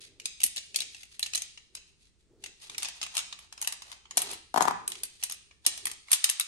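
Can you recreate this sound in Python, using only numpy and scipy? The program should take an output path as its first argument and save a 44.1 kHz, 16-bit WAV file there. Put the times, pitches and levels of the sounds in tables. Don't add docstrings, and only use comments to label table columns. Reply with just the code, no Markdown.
import sys
import numpy as np
from scipy import signal
from scipy.fft import rfft, irfft
from scipy.io import wavfile
from scipy.ndimage import uniform_filter1d

SR = 44100
rng = np.random.default_rng(int(sys.argv[2]) if len(sys.argv) > 2 else 0)


def unload_audio(sound):
    columns = np.transpose(np.atleast_2d(sound))
    steps = np.round(np.clip(columns, -1, 1) * 32767)
    wavfile.write(sys.argv[1], SR, steps.astype(np.int16))


N = 285327
TIME = np.arange(N) / SR
HIT_SAMPLES = 4096
HZ, AGE = np.fft.rfftfreq(HIT_SAMPLES, 1 / SR), np.arange(HIT_SAMPLES) / SR

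# (start [s], length [s], relative level [dB])
SCRAPES = [(0, 0.047, -47.5), (.94, 0.088, -51.5), (1.12, 0.031, -53), (1.86, 0.031, -67),
           (2.02, 0.046, -62), (2.21, 0.0048, -70), (2.435, 0.019, -57.5), (2.62, .11, -49),
           (2.82, .04, -45.5), (2.96, .11, -53), (3.155, 0.021, -41), (3.41, 0.038, -60),
           (3.6, 0.044, -53.5), (3.87, 0.066, -50.5), (4.19, 0.15, -41.5), (4.94, 0.046, -49),
           (5.05, .12, -59), (5.22, .03, -46.5), (5.69, 0.12, -54.5), (6.12, 0.027, -37.5)]
# (frequency [Hz], relative level [dB])
RATTLE_COLOUR = [(100, -24), (500, -23), (900, -31), (1500, -4.5), (2700, 7), (4200, 10), (7000, 2),
                 (9500, -0.5), (11500, -2.5), (13000, -39.5)]
# (time [s], level against the rattle [dB])
BOARD_ANSWER = [(0, -40.5), (.9, -37), (1.25, -28.5), (1.8, -29.5), (2.3, -30), (2.9, -12.5), (4.1, -7),
                (5.1, -23.5), (5.8, -14), (6.2, -6)]
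# (frequency [Hz], relative level [dB])
BOARD_COLOUR = [(200, -23.5), (550, -5), (850, 7.5), (1250, -6), (2200, -9.5), (5000, -38)]
# (frequency [Hz], width [Hz], boost [dB])
TRAY_MODES = [(1260, 250, 5.5), (1800, 160, 1.5), (2660, 250, 1), (6540, 210, 4.5), (8935, 920, 9)]
# (frequency [Hz], left-right likeness [-1..1])
CONTACT_LIKENESS = [(200, 0.97), (800, 0.4), (1800, -0.02), (4000, -0.16), (7000, 0.21), (9500, -0.53),
                    (10800, -0.61), (12000, 0.5)]
# (start [s], length [s], level [dB])
SLIDES = [(0, 0.26, -70), (.72, 0.17, -71.5), (1.72, 0.056, -76), (2.32, 0.16, -67), (2.7, 0.095, -67),
          (4.19, 0.14, -56.5), (4.8, 0.22, -65.5), (5.83, 0.061, -66)]
# (frequency [Hz], relative level [dB])
RUMBLE_COLOUR = [(40, -9), (120, 1), (220, -1), (400, 10), (560, -4.5), (800, -11), (1500, -19.5),
                 (4000, -38)]
# (frequency [Hz], relative level [dB])
AIR_COLOUR = [(20, -4), (60, 5.5), (110, -3.5), (250, -11.5), (600, -28), (2000, -24.5), (9000, -25.5),
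              (12500, -57.5)]
# (time [s], relative level [dB], glassy tick against that level [dB], note [Hz])
CLACKS = [(.1982, -10.5, -8, 2520), (.2554, 4.5, -5.5, 4320), (.4023, -6, -3.5, 2840),
          (.4153, -5.5, -4.5, 2800), (.4332, 5.5, 4.5, 2950), (.4378, 5, 14.5, 6100), (.4432, -5, 11, 6630),
          (.5611, -6, 3, 2590), (.5685, -4, -8, 3870), (.578, 0, -12, 3700), (.7436, -4, -12, 2570),
          (.7589, 8, 0, 4250), (.787, -2, -12, 2680), (.803, -1, 0, 3970), (.8182, -0.5, -10, 2630),
          (.9458, -12.5, -12.5, 2660), (1.0313, -15, -1.5, 2530), (1.1933, -6, 7.5, 2860),
          (1.2271, 2.5, -2, 4030), (1.2609, -3, -6, 2750), (1.3339, 0.5, -10, 2540), (1.348, 1, 0, 4130),
          (1.3537, 4, 0.5, 6300), (1.3754, -0.5, -2, 6540), (1.4189, -3, 0, 6360), (1.5738, -15, -24, 2800),
          (1.7503, -7.5, 0, 4940), (1.7699, -13.5, -28, 5000), (2.438, -6.5, -4, 2650),
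          (2.4598, -8, -8.5, 2320), (2.6305, -23, 3.5, 5210), (2.6965, -10.5, -9, 3300),
          (2.7455, -12, -17, 2370), (2.7801, 1.5, -1, 5300), (2.8223, -6, -3, 3120), (2.8297, 1, -3, 8740),
          (2.8467, -2.5, -7, 2780), (2.8539, 0, -28, 5030), (2.8847, -6.5, -1.5, 4800),
          (3.0138, -0.5, -16, 5260), (3.028, 0, -7, 3060), (3.0343, -3.5, -8, 2940),
          (3.0636, -10, -6, 2500), (3.1513, -6, 1, 2720), (3.1672, 6, -2, 2630), (3.1779, 4, -2, 3340),
          (3.1891, 0, -5, 3380), (3.3253, -7, -17.5, 3820), (3.3887, -20.5, 2.5, 3240),
          (3.5247, -12, -4, 5300), (3.5768, -14.5, -11, 5240), (3.6144, -7.5, 11.5, 6650),
          (3.6238, -3, 1.5, 6610), (3.6456, -8.5, 1, 2880), (3.6729, 5, 1, 2600), (3.723, -5, 4, 5170),
          (3.8196, -10.5, -8, 4930), (3.9156, -12.5, -0.5, 3770), (3.9254, -13, -23.5, 4720),
          (4.0535, -27.5, -22.5, 3100), (4.1088, -9, -12.5, 6780), (4.1708, 4.5, 11.5, 6600),
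          (4.1764, 8, -0.5, 5680), (4.2175, -2.5, 11.5, 3140), (4.3129, -10, 5, 7100),
          (4.3317, -14.5, 11.5, 3100), (4.622, 2, 1.5, 6650), (4.8768, -2, 9, 8300), (4.918, -4, -1, 3450),
          (4.953, -13, -9, 3000), (5.0334, -2, 8, 4600), (5.226, -6, -9, 2500), (5.2353, 2, 6.5, 5930),
          (5.2966, -7, 4, 5220), (5.3094, -8, -12, 6400), (5.3209, -7.5, 7.5, 5370),
          (5.5089, -26.5, -36, 2435), (5.6493, -13, -18, 3440), (5.6631, 13, 4, 5350),
          (5.7757, -10.5, 4, 5600), (5.8539, -0.5, 8.5, 2120), (5.8684, 0, -0.5, 1870),
          (5.9137, -8, 3, 5130), (6.083, -23, -9, 2140), (6.1159, 5.5, 12, 5500), (6.1294, 10.5, 8.5, 5400),
          (6.1334, 8, 1, 3260), (6.241, 14, 1.5, 4470), (6.291, 2, -1, 2840), (6.2971, 5, 7, 6470),
          (6.3969, 3.5, 8.5, 1940), (6.4075, -0.5, -11, 3830)]
# (frequency [Hz], gain [dB])
CLACK_COLOUR = [(50, -23.5), (200, -5), (500, -5.5), (850, 4), (1400, -5.5), (2000, -4.5), (2800, 0),
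                (5000, -2), (6600, -3), (8200, -4), (10300, -3.5), (11600, -3), (13000, -31.5),
                (16000, -49)]
CLACK_BANDS = [500, 1100, 2000, 4000, 7000, 10000]
# (note [Hz], boost [dB])
NOTE_BOOST = [(1950, 12), (2500, 8), (2750, 8.5), (3200, 10.5), (3700, 8), (4000, 18), (4400, 5),
              (5200, 5.5), (6600, 11.5), (8600, 9)]
# (time [s], relative level [dB], pitch [Hz])
KNOCKS = [(0.4396, -11, 246), (4.1716, 10.5, 794), (4.5408, 17.5, 840), (4.5595, 21.5, 883),
          (4.5733, 22.5, 932), (4.5779, 22.5, 895), (4.6063, 25, 950), (4.6152, 20, 840),
          (4.6221, 13.5, 915), (4.652, 18, 946), (4.675, 17, 940), (4.6803, 23.5, 1011), (4.708, 15, 1008),
          (5.664, -3, 358), (5.8559, -13, 310)]
# (frequency [multiple of its pitch], gain [dB])
KNOCK_COLOUR = [(.045, -44), (.13, -23), (.23, -19), (.38, -12.5), (.57, -16.5), (.85, 2.5), (1.13, 0.5),
                (1.48, -9.5), (1.93, -14.5), (2.85, -31.5), (5.7, -51), (14, -70)]
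# (frequency [Hz], gain [dB])
RIGHT_SHADE = [(150, -8), (300, -1.5), (650, -13), (1200, -27.5), (3000, 5.5)]
# (frequency [Hz], time to fall 60 dB [s])
ROOM_T60 = [(150, 0.64), (400, 0.077), (900, 0.45), (2000, 0.51), (4500, 0.64), (8000, 0.45), (12000, 0.97)]
# (frequency [Hz], gain [dB])
ROOM_COLOUR = [(100, 8), (400, 0.5), (900, -6), (2000, -2.5), (4500, -7), (8000, -7.5), (9400, -17.5),
               (10400, -34), (14000, -35)]
# (frequency [Hz], left-right likeness [-1..1])
ROOM_LIKENESS = [(200, 0.14), (500, 0.45), (1000, -0.26), (2200, -0.0053), (4000, -0.12), (8500, 0.2),
                 (12000, -0.44)]
# (time [s], gain [dB])
BASS_FADER = [(6.0, 1), (6.2, -12)]


def amp(db):
    return 10 ** (np.asarray(db) / 20)


def read(points, hz):
    freq, value = np.transpose(points)
    return np.interp(np.log(hz + 1), np.log(freq + 1), value)


def follow(curve):
    return amp(np.interp(TIME, *np.transpose(curve)))


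def add(mix, start_s, sound):
    part = mix[:, max(round(start_s * SR), 0):][:, :sound.shape[1]]
    part += sound[:, :part.shape[1]]


def causal(db):
    log_gain = np.log(amp(np.r_[db, db[-2:0:-1]]))
    return np.exp(np.conj(signal.hilbert(log_gain)))[:len(db)]


def coloured(x, colour):
    shaped = irfft(rfft(x) * amp(read(colour, np.fft.rfftfreq(N, 1 / SR))), N)
    return shaped / np.sqrt(np.mean(shaped ** 2))


def paired(noise, likeness):
    likeness = np.clip(likeness, -.99, .99)
    return np.array([noise[0], likeness * noise[0] + np.sqrt(1 - likeness ** 2) * noise[1]])


def swells(rows, rise_db_per_s, fall_db_per_s, rest_db):
    power, time = amp(rest_db) ** 2, TIME[::64]
    for start, length, db in rows:
        fade_in = rise_db_per_s * np.maximum(start - time, 0)
        fade_out = fall_db_per_s * np.maximum(time - start - length, 0)
        power = power + amp(db - fade_in - fade_out) ** 2
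    return np.interp(TIME, time, np.sqrt(power))


def scatter(fall_s=.0029, rise_s=.0012, hold_s=.00013, late_db=-18, late_fall_s=.017, rebound_s=.0014):
    early = np.exp(-np.maximum(AGE - hold_s, 0) / fall_s)
    late = amp(late_db) * np.exp(-AGE / late_fall_s)
    envelope = np.minimum(AGE / rise_s, 1) ** 2 * (early + late)
    burst = paired(rfft(rng.standard_normal((2, HIT_SAMPLES)) * envelope), read(CONTACT_LIKENESS, HZ))
    burst *= 1 + .5 * np.exp(-2j * np.pi * HZ * rebound_s * (.5 + rng.random()))
    smooth_power = uniform_filter1d(np.mean(abs(burst) ** 2, axis=0), size=160)
    return burst * causal(-10 * np.log10(smooth_power))


def tray_resonance():
    return 1 + sum((amp(db) - 1) / (1 + 2j * (HZ - hz) / width) for hz, width, db in TRAY_MODES)


def rattle(ticks_per_s=520, spread_db=2, spots=12, stir_db=-54, level_db=-2):
    strength = amp(spread_db * np.minimum(rng.exponential(1, N), 4))
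    contacts = strength * (rng.random(N) < ticks_per_s / SR)
    spot = rng.integers(0, spots, N)
    ticks = np.zeros((2, N))
    for k in range(spots):
        tick = irfft(scatter() * tray_resonance())
        ticks += signal.oaconvolve((contacts * (spot == k))[None], tick, axes=1)[:, :N]
    scraping = swells(SCRAPES, rise_db_per_s=502.5, fall_db_per_s=375, rest_db=-91)
    jolts = [(start, 0, db + stir_db) for start, db, *_ in CLACKS]
    shaken = swells(jolts, rise_db_per_s=897, fall_db_per_s=135.5, rest_db=-np.inf)
    board = follow(BOARD_ANSWER) * coloured(ticks, BOARD_COLOUR)
    return amp(level_db) * np.hypot(scraping, shaken) * (coloured(ticks, RATTLE_COLOUR) + board)


def rumble():
    envelope = swells(SLIDES, rise_db_per_s=258.5, fall_db_per_s=138.5, rest_db=-81.5)
    return envelope * coloured(paired(rng.standard_normal((2, N)), likeness=.99), RUMBLE_COLOUR)


def air(level_db=-69.5):
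    return amp(level_db) * coloured(paired(rng.standard_normal((2, N)), likeness=.33), AIR_COLOUR)


def clacks(level_db=-1, note_width_hz=330, chatter_db=-14):
    direct, send = np.zeros((2, N)), np.zeros((1, N))
    colour, tray = read(CLACK_COLOUR, HZ), tray_resonance()
    pan = amp([[.4], [-.4]])
    for start, db, tick_db, note_hz in CLACKS:
        board_db = np.interp(start, *np.transpose(BOARD_ANSWER))
        bass_db = -16 - .4 * db
        body_db = -4.5 - .4347 * db + .55 * board_db
        mid_db = -1 - .27 * db + .096 * board_db
        tone = read(list(zip(CLACK_BANDS, [bass_db, body_db, mid_db, 0, 0, tick_db])), HZ)
        contact = causal(db + level_db + colour + tone) * tray
        paths = scatter(fall_s=.0025 / 2 ** (tick_db / 27.5))
        note_db = read(NOTE_BOOST, note_hz) - .1458 * db
        note = (amp(note_db) - 1) / (1 + 2j * (HZ - note_hz) / note_width_hz)
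        clack = contact * (1 + note)
        add(direct, start, irfft(clack * paths) * pan)
        settle = start + .005 + rng.exponential(.007)
        add(direct, settle, amp(chatter_db) * irfft(clack * scatter()))
        all_round = causal(10 * np.log10(np.mean(abs(paths) ** 2, axis=0)))
        radiated = irfft(contact * all_round * (1 + .2 * note))
        add(send, start, amp(-.1219 * tick_db) * radiated[None])
    return direct, send


def knocks(sweep_turns=2.1, echo_s=.00411, echo_db=-12, click_db=-24):
    out = np.zeros((2, N))
    multiple, colour = np.transpose(KNOCK_COLOUR)
    echo = 1 + amp(echo_db) * np.exp(-2j * np.pi * HZ * echo_s)
    shade = np.array([np.ones(len(HZ)), causal(read(RIGHT_SHADE, HZ))])
    for start, db, pitch in KNOCKS:
        thump = causal(np.interp(np.log(HZ / pitch + 1e-9), np.log(multiple), colour))
        sweep = np.exp(-4j * np.pi * sweep_turns * np.sqrt(HZ / pitch))
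        click = scatter() * causal(read(CLACK_COLOUR, HZ) + click_db)
        add(out, start, amp(db) * irfft(thump * sweep * echo * shade + click))
    return out


def room(send, predelay_s=.00067, build_cycles=14):
    hz, age, noise = signal.stft(rng.standard_normal((2, SR)), SR, nperseg=256)
    hz = hz[:, None]
    t60 = read(ROOM_T60, hz)
    bands = paired(noise, read(ROOM_LIKENESS, hz))
    bands *= np.sqrt(2 * np.log(1000) / (t60 * SR))
    bands *= 1 - np.exp(-age * np.maximum(hz, 700) / build_cycles)
    bands *= amp(read(ROOM_COLOUR, hz) - 60 * age / t60)
    tail = signal.istft(bands, SR, nperseg=256)[1]
    tail *= TIME[:tail.shape[1]] > predelay_s
    return signal.oaconvolve(send[None], tail, axes=1)[:, :N]


def scene(knock_send_db=-3):
    clacking, clack_send = clacks()
    rattling, knocking = rattle(), knocks()
    reverb = room(clack_send[0] + rattling[0] + amp(knock_send_db) * knocking[0])
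    return clacking + rattling + knocking + reverb + rumble() + air()


def record(dry, bass_hz=1100, top_hz=16400):
    bass = signal.sosfiltfilt(signal.butter(4, bass_hz, fs=SR, output="sos"), dry)
    thinned = dry + (follow(BASS_FADER) - 1) * bass
    rounded = thinned / (1 + thinned ** 4) ** .25
    low_pass = signal.firwin(511, top_hz, window=("kaiser", 9), fs=SR)
    return signal.oaconvolve(rounded, low_pass[None], "same")


dry = scene()
out = record(dry)
unload_audio(out)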